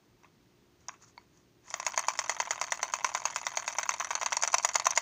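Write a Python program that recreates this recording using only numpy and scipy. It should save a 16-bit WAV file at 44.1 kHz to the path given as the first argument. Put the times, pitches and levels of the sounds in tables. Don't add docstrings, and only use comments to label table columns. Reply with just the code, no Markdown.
import sys
import numpy as np
from scipy import signal
from scipy.fft import rfft, irfft
from scipy.io import wavfile

SR = 44100
rng = np.random.default_rng(int(sys.argv[2]) if len(sys.argv) > 2 else 0)


def log_audio(samples):
    frames = np.atleast_2d(samples).T
    limited = np.clip(frames, -1, 1)
    pcm = np.round(limited * 32767).astype(np.int16)
    wavfile.write(sys.argv[1], SR, pcm)


def ratio(d):
    e = np.asarray(d, float) / 20
    return 10 ** e


N = 221081

# (time [s], board level [dB], steel level [dB])
RETURNS = [(2.24, -34, -32), (2.453, -34, -35), (3.0908, -28, -29), (3.1977, -38, -38), (3.3017, -31, -34),
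           (3.726, -34, -30.5), (3.831, -20.5, -21.5), (3.939, -22, -22.5), (4.0463, -25.5, -24),
           (4.1525, -18, -17.5), (4.261, -17.5, -13), (4.3686, -18.5, -13.5), (4.476, -19.5, -13.5),
           (4.583, -21.5, -12.5), (4.6895, -20.5, -16.5), (4.798, -20.5, -14.5), (4.907, -23.5, -14.5)]


def band(x, lo_hz, hi_hz, order):
    return signal.sosfilt(signal.butter(order, [lo_hz, hi_hz], "bandpass", fs=SR, output="sos"), x)


def decay(t60_s):
    return np.exp(-np.log(1000) / (t60_s * SR))


def struck(force, modes, spot_db, rate_hz, slip_rad=0.98):
    out, power, hold = 0, 0, int(SR / rate_hz)
    for k, (hz, db, t60_s) in enumerate(modes):
        pole = decay(t60_s) * np.exp(2j * np.pi * hz / SR)
        share = ratio(db + spot_db * rng.standard_normal(N // 100))
        phase = np.pi * k + slip_rad * rng.standard_normal(N // 100)
        spot = np.repeat(share * np.exp(1j * phase), hold)[:N]
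        out = out + signal.lfilter([1], [1, -pole], force * spot).imag
        power = power + ratio(db) ** 2
    return out / np.sqrt(power)


def ticks(rate_hz, spread_db):
    hit = rng.random(N) < rate_hz / SR
    x = hit * rng.choice([-1, 1], N) * ratio(spread_db * rng.exponential(size=N))
    return x / np.sqrt(np.mean(x ** 2))


def air():
    # (frequency [Hz], density [dB per Hz])
    noise_shape = [(15, -38), (30, -3), (60, 10.5), (118, 12.5), (220, 10.5), (400, 5.5), (460, 2.5),
                   (1220, -5), (3500, -8), (6500, -9.5), (8000, -21.5), (13500, -24.5), (15000, -10.5),
                   (16500, -58)]
    # (frequency [Hz], level [dB rms])
    hum_lines = [(118.4, -78), (296.1, -78.5), (355.3, -76), (414.5, -81.5), (925.9, -93), (2040, -98),
                 (8226, -93.5), (15418, -103)]
    level_db = -66.5
    hz, db = np.transpose(noise_shape)
    shape = ratio(np.interp(np.log(np.fft.rfftfreq(N, 1 / SR) + 1), np.log(hz), db))
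    out = irfft(rfft(rng.standard_normal(N)) * shape, N)
    out *= ratio(level_db) / np.sqrt(np.mean(out ** 2))
    t = np.arange(N) / SR
    for f, line_db in hum_lines:
        drift_rad = np.cumsum(rng.standard_normal(N)) * 0.0018
        out += np.sqrt(2) * ratio(line_db) * np.sin(2 * np.pi * f * t + drift_rad)
    return out


def hits():
    # (time [s], board level [dB], steel level [dB])
    nudges = [(0.2341, -48, -55.5), (0.2458, -42, -64), (0.8057, -63, -55), (0.8582, -58, -71),
              (0.8838, -37, -40), (0.8915, -26.5, -52), (0.9405, -42, -60), (1.3749, -69, -58),
              (1.6812, -46, -53), (1.703, -52, -27), (1.709, -31, -35), (1.7407, -15.5, -18.5),
              (1.7994, -20.5, -24.5), (1.802, -57, -28), (1.8284, -25, -34)]
    # (time [s], board level [dB], steel level [dB])
    strays = [(1.9424, -23.5, -35), (1.9923, -22, -17), (1.9969, -27, -44), (2.3133, -36, -26),
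              (2.6258, -32, -28), (2.6398, -27, -23.5), (3.0625, -31, -27.5), (3.1746, -27.5, -29),
              (3.5986, -29, -26), (3.9175, -33, -40), (4.0049, -17.5, -35), (4.025, -30, -38),
              (4.112, -19.5, -23), (4.1312, -38, -51), (4.2205, -19, -31.5), (4.2311, -17.5, -20),
              (4.2716, -25.5, -38), (4.3277, -12, -19), (4.3307, -42, -25), (4.4496, -20, -29),
              (4.761, -38, -27), (4.9794, -17, -23)]
    # (time [s], board peak [dB], steel peak [dB], rebound delay [ms])
    strokes = [(1.8657, -13.5, -15.5, 3.1), (1.9764, -11.5, -15.5, 3), (2.0842, -11.5, -14.5, 2.12),
               (2.1901, -12, -13, 3.1), (2.2955, -13.5, -15.5, 4.4), (2.4012, -12, -14.5, 4.4),
               (2.508, -12.5, -14.5, 4.8), (2.6144, -13.5, -15.5, 2.93), (2.7213, -12.5, -17, 3.15),
               (2.8297, -13.5, -16, 2.9), (2.9375, -13, -16.5, 3.26), (3.0452, -13, -14, 4.1),
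               (3.1492, -13.5, -18, 3.1), (3.2542, -13.5, -15, 3.34), (3.3606, -13.5, -16.5, 4.9),
               (3.4673, -14, -18, 5.3), (3.5721, -14, -15.5, 3), (3.6788, -14.5, -16.5, 4.9),
               (3.785, -16, -17, 2.2), (3.892, -15, -18, 3.6), (3.999, -23.5, -20.5, 1.3),
               (4.106, -17.5, -22, 1.8), (4.2137, -20, -22.5, 3.2), (4.3222, -19, -25, 2.8),
               (4.4352, -9.5, -11, 5.7), (4.5422, -8, -10, 2.95), (4.6481, -8, -10, 4.5),
               (4.7564, -8, -9.5, 2.94), (4.868, -8, -11.5, 2.8), (4.9751, -8, -8.5, 1.94)]
    # (time from stroke [ms], board [dB], steel [dB], wander [ms])
    snug_turn = [(-15.5, -48, -33, 0.45), (-8, -40.5, -35, 0.26), (9.5, -28, -35, 1.2),
                 (14, -31.5, -37, 1.5), (19, -32, -33.5, 1.2), (26, -30, -36.5, 0.87), (32, -37, -39, 2.5),
                 (38, -49, -37.5, 2.5), (52, -32, -34.5, 2.7), (57.5, -33.5, -40, 2.5),
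                 (71, -29, -39.5, .8), (74, -39.5, -44, 1.2), (79.5, -32.5, -61, 1.16)]
    # (time from stroke [ms], board [dB], steel [dB], wander [ms])
    loose_turn = [(-21, -53, -30, .8), (-14.5, -34, -29, .6), (-11.5, -25.5, -19.5, .6), (-4, -24, -46, .8),
                  (11, -33, -38, 1.9), (29.5, -52, -35, 4.1), (54, -30, -45, 1.8), (66, -26.5, -40, 1.5)]
    loose_from_s, scatter_db = 4.4, 2.5

    rows = nudges + strays + RETURNS
    rows += [(s + 0.0033, board_db - 3.1, steel_db - 9.5) for s, board_db, steel_db in RETURNS]
    for s, board_db, steel_db, rebound_ms in strokes:
        rows.append((s, board_db, steel_db))
        rows.append((s + rebound_ms / 1000, board_db - 12, steel_db - 5.5))
        turn = np.array(loose_turn if s > loose_from_s else snug_turn)
        chance = rng.standard_normal((len(turn), 3))
        at_s = s + (turn[:, 0] + turn[:, 3] * chance[:, 0]) / 1000
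        levels_db = turn[:, 1:3] + scatter_db * chance[:, 1:]
        rows += [row for row in np.column_stack([at_s, levels_db]) if row[0] < N / SR]
    return np.transpose(rows)


def contact(s, db, bounce_s, bounce_db, chatter_t60_s, chatter_db, rate_hz):
    at = np.minimum((s - 0.0004) * SR, N - 1).astype(int)
    blows, rebounds = np.zeros(N), np.zeros(N)
    np.add.at(blows, at, ratio(db))
    gaps = 0.8 + 0.4 * rng.random((len(at), 2))
    late = at[:, None] + (np.cumsum(gaps, axis=1) * bounce_s * SR).astype(int)
    sizes = ratio(db)[:, None] * ratio(bounce_db * np.array([1, 2])) * [-1, 1]
    np.add.at(rebounds, np.minimum(late, N - 1), sizes)
    shake = signal.lfilter([1], [1, -decay(chatter_t60_s)], blows)
    return blows + rebounds + ratio(chatter_db) * shake * ticks(rate_hz, 3.0)


def rubbing():
    # (middle [s], half length [s], board level [dB], steel level [dB])
    slides = [(.25, 0.022, -66, -72), (0.824, 0.026, -79, -68), (.92, 0.042, -62, -62),
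              (1.028, 0.019, -63.5, -51), (1.082, 0.034, -72.5, -59.5), (1.203, 0.035, -69, -70),
              (1.37, .05, -78, -67)]
    # (time [s], board level [dB], steel level [dB])
    running = [
        (0, -78.5, -80),
        (1.6, -87, -80.5),
        (1.67, -61.5, -50.5),
        (1.75, -52, -45.5),
        (1.91, -59, -55),
        (3.89, -60.5, -53),
        (5.01, -55, -68),
    ]
    t = np.arange(N) / SR
    s, *levels_db = np.transpose(running)
    rub = ratio(np.array([np.interp(t, s, db) for db in levels_db]))
    for mid_s, half_s, *db in slides:
        rub = rub + ratio(np.array(db))[:, None] * np.exp(-((t - mid_s) / half_s) ** 2)
    return rub


def engine():
    # (frequency [Hz], level [dB], T60 [s])
    board_modes = [(456, -20, 0.038), (575, -21.5, 0.011), (691, -4.5, 0.023), (980, -41, 0.0073),
                   (1007, 15, 0.0094), (1281, 13, 0.0053), (1520, -36, 0.005), (1588, 12, 0.0048),
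                   (2090, 8, 0.0097), (2330, -1.5, 0.02), (2607, 1, .018), (3140, 2, 0.0086),
                   (3787, 0, 0.012)]
    # (frequency [Hz], level [dB], T60 [s])
    steel_modes = [(4473, 4, 0.0072), (5410, -0.5, 0.0081), (5150, -10, 0.0049), (5882, 8.5, 0.01),
                   (6243, 9.5, 0.0096), (6698, 13, 0.0082), (6500, -43, 0.01), (7240, -8, .008)]
    # (frequency [Hz], level [dB], T60 [s])
    wire_modes = [(8440, 3, 0.034), (8940, 4, 0.002), (10500, -10.5, 0.021), (11050, -5, 0.0049),
                  (12400, -14, 0.0054), (15600, -12, .006)]
    s, board_db, steel_db = hits()
    dull, bright = rubbing()
    thud = contact(s, board_db - 0.5, bounce_s=0.0006774, bounce_db=-3.0,
                   chatter_t60_s=0.031, chatter_db=-26.0, rate_hz=1500)
    thud += ratio(-9.5) * dull * ticks(1200, 1.66)
    ping = contact(s, steel_db - 6, bounce_s=0.0005, bounce_db=1.61,
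                   chatter_t60_s=0.034, chatter_db=-23.5, rate_hz=2500)
    ping += ratio(-19.5) * bright * ticks(2500, 1.1)
    board = band(struck(thud, board_modes, spot_db=1.26, rate_hz=150, slip_rad=0.3), 520, 3800, order=3)
    steel = band(struck(ping, steel_modes, spot_db=1.5, rate_hz=140), 2520, 8350, order=3)
    wire = band(struck(ping, wire_modes, spot_db=7.0, rate_hz=140), 9800, 15500, order=2)
    return board + steel + ratio(-26) * wire


def tap(s, db, modes):
    force, n = np.zeros(N), int(0.0012 * SR)
    force[(np.atleast_1d(s) * SR).astype(int)] = ratio(db)
    skid = np.hanning(n) * rng.standard_normal(n)
    force = np.convolve(force, skid / np.sqrt(np.sum(skid ** 2)))[:N]
    return band(struck(force, modes, spot_db=2.3, rate_hz=100, slip_rad=0.46), 440, 8200, order=2)


def small_parts():
    # (frequency [Hz], level [dB], T60 [s])
    rim_modes = [(680, -1.5, 0.018), (950, 1.5, 0.021), (2100, -10, 0.017), (5020, -7, 0.021),
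                 (5770, -2.5, 0.021), (6590, 5.5, .018), (7700, -14, .01)]
    # (frequency [Hz], level [dB], T60 [s])
    hub_modes = [(960, 0, 0.027), (2200, -2.5, 0.024), (4500, -7, 0.017), (6300, -16, .008)]
    # (frequency [Hz], level [dB], T60 [s])
    pin_modes = [(4520, 0, .009)]
    flick = tap(0.8838, -27, rim_modes)
    settle = tap(1.1775, -39, hub_modes)
    s, _, steel_db = np.transpose(RETURNS)
    return flick + settle + tap(s, steel_db - 10.5, pin_modes)


def switch(scrape_db, share, snap_db, snap_at):
    # (time [s], turns since the wire first closes [turns])
    wheel_turns = [(1.645, -1), (1.765, 0), (1.879, 1), (1.988, 2), (2.094, 3), (2.623, 8), (3.048, 12),
                   (3.685, 18), (4.332, 24), (5.086, 31)]
    turn = np.interp(np.arange(N) / SR, *np.transpose(wheel_turns))
    width = share * np.where(turn % 1 > 0.5, 0.8, 1.1)
    touch = np.exp(-((turn - np.round(turn)) / width) ** 2) * (turn > -0.5)
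    touch += 0.12 * np.clip(turn / 2, 0, 1)
    scrape = band(touch * ticks(900, 3.5), 14750, 15500, order=3)
    snaps = np.diff(np.floor(turn - snap_at), prepend=-2) * ratio(1.5 * rng.standard_normal(N))
    snap_modes = [(10500, 12, 0.006), (12300, -20, 0.01)]  # Hz, dB, T60 s
    snap = band(struck(snaps, snap_modes, spot_db=-4.0, rate_hz=89), 6500, 15000, order=2)
    return ratio(scrape_db) * scrape + ratio(snap_db) * snap


def room(x):
    t60_s, level_db, dull_hz, onset_s = 0.21, -20.5, 7300, 0.0074
    t = np.arange(SR // 2) / SR
    tail = rng.standard_normal(len(t)) * ratio(-60 * t / t60_s) * np.minimum(t / onset_s, 1)
    tail = signal.lfilter(*signal.butter(1, dull_hz, fs=SR), tail)
    return ratio(level_db) * signal.fftconvolve(x, tail / np.sqrt(np.sum(tail ** 2)))[:N]


def scene():
    near = engine() + small_parts() + switch(scrape_db=-47, share=0.19, snap_db=-54, snap_at=0.58)
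    return (near + room(near) + air())[None]


def band_limit(x):
    return signal.sosfilt(signal.butter(12, 16650, fs=SR, output="sos"), x)


def record(dry):
    excess = dry - np.tanh(2.0 * dry) / 2.0
    dry = dry - signal.sosfilt(signal.butter(2, 400, "highpass", fs=SR, output="sos"), excess)
    top = signal.sosfiltfilt(signal.ellip(6, 0.2, 40, 15550, "highpass", fs=SR, output="sos"), dry)
    return band_limit(dry - 0.64 * top)


dry = scene()
out = record(dry)
log_audio(out)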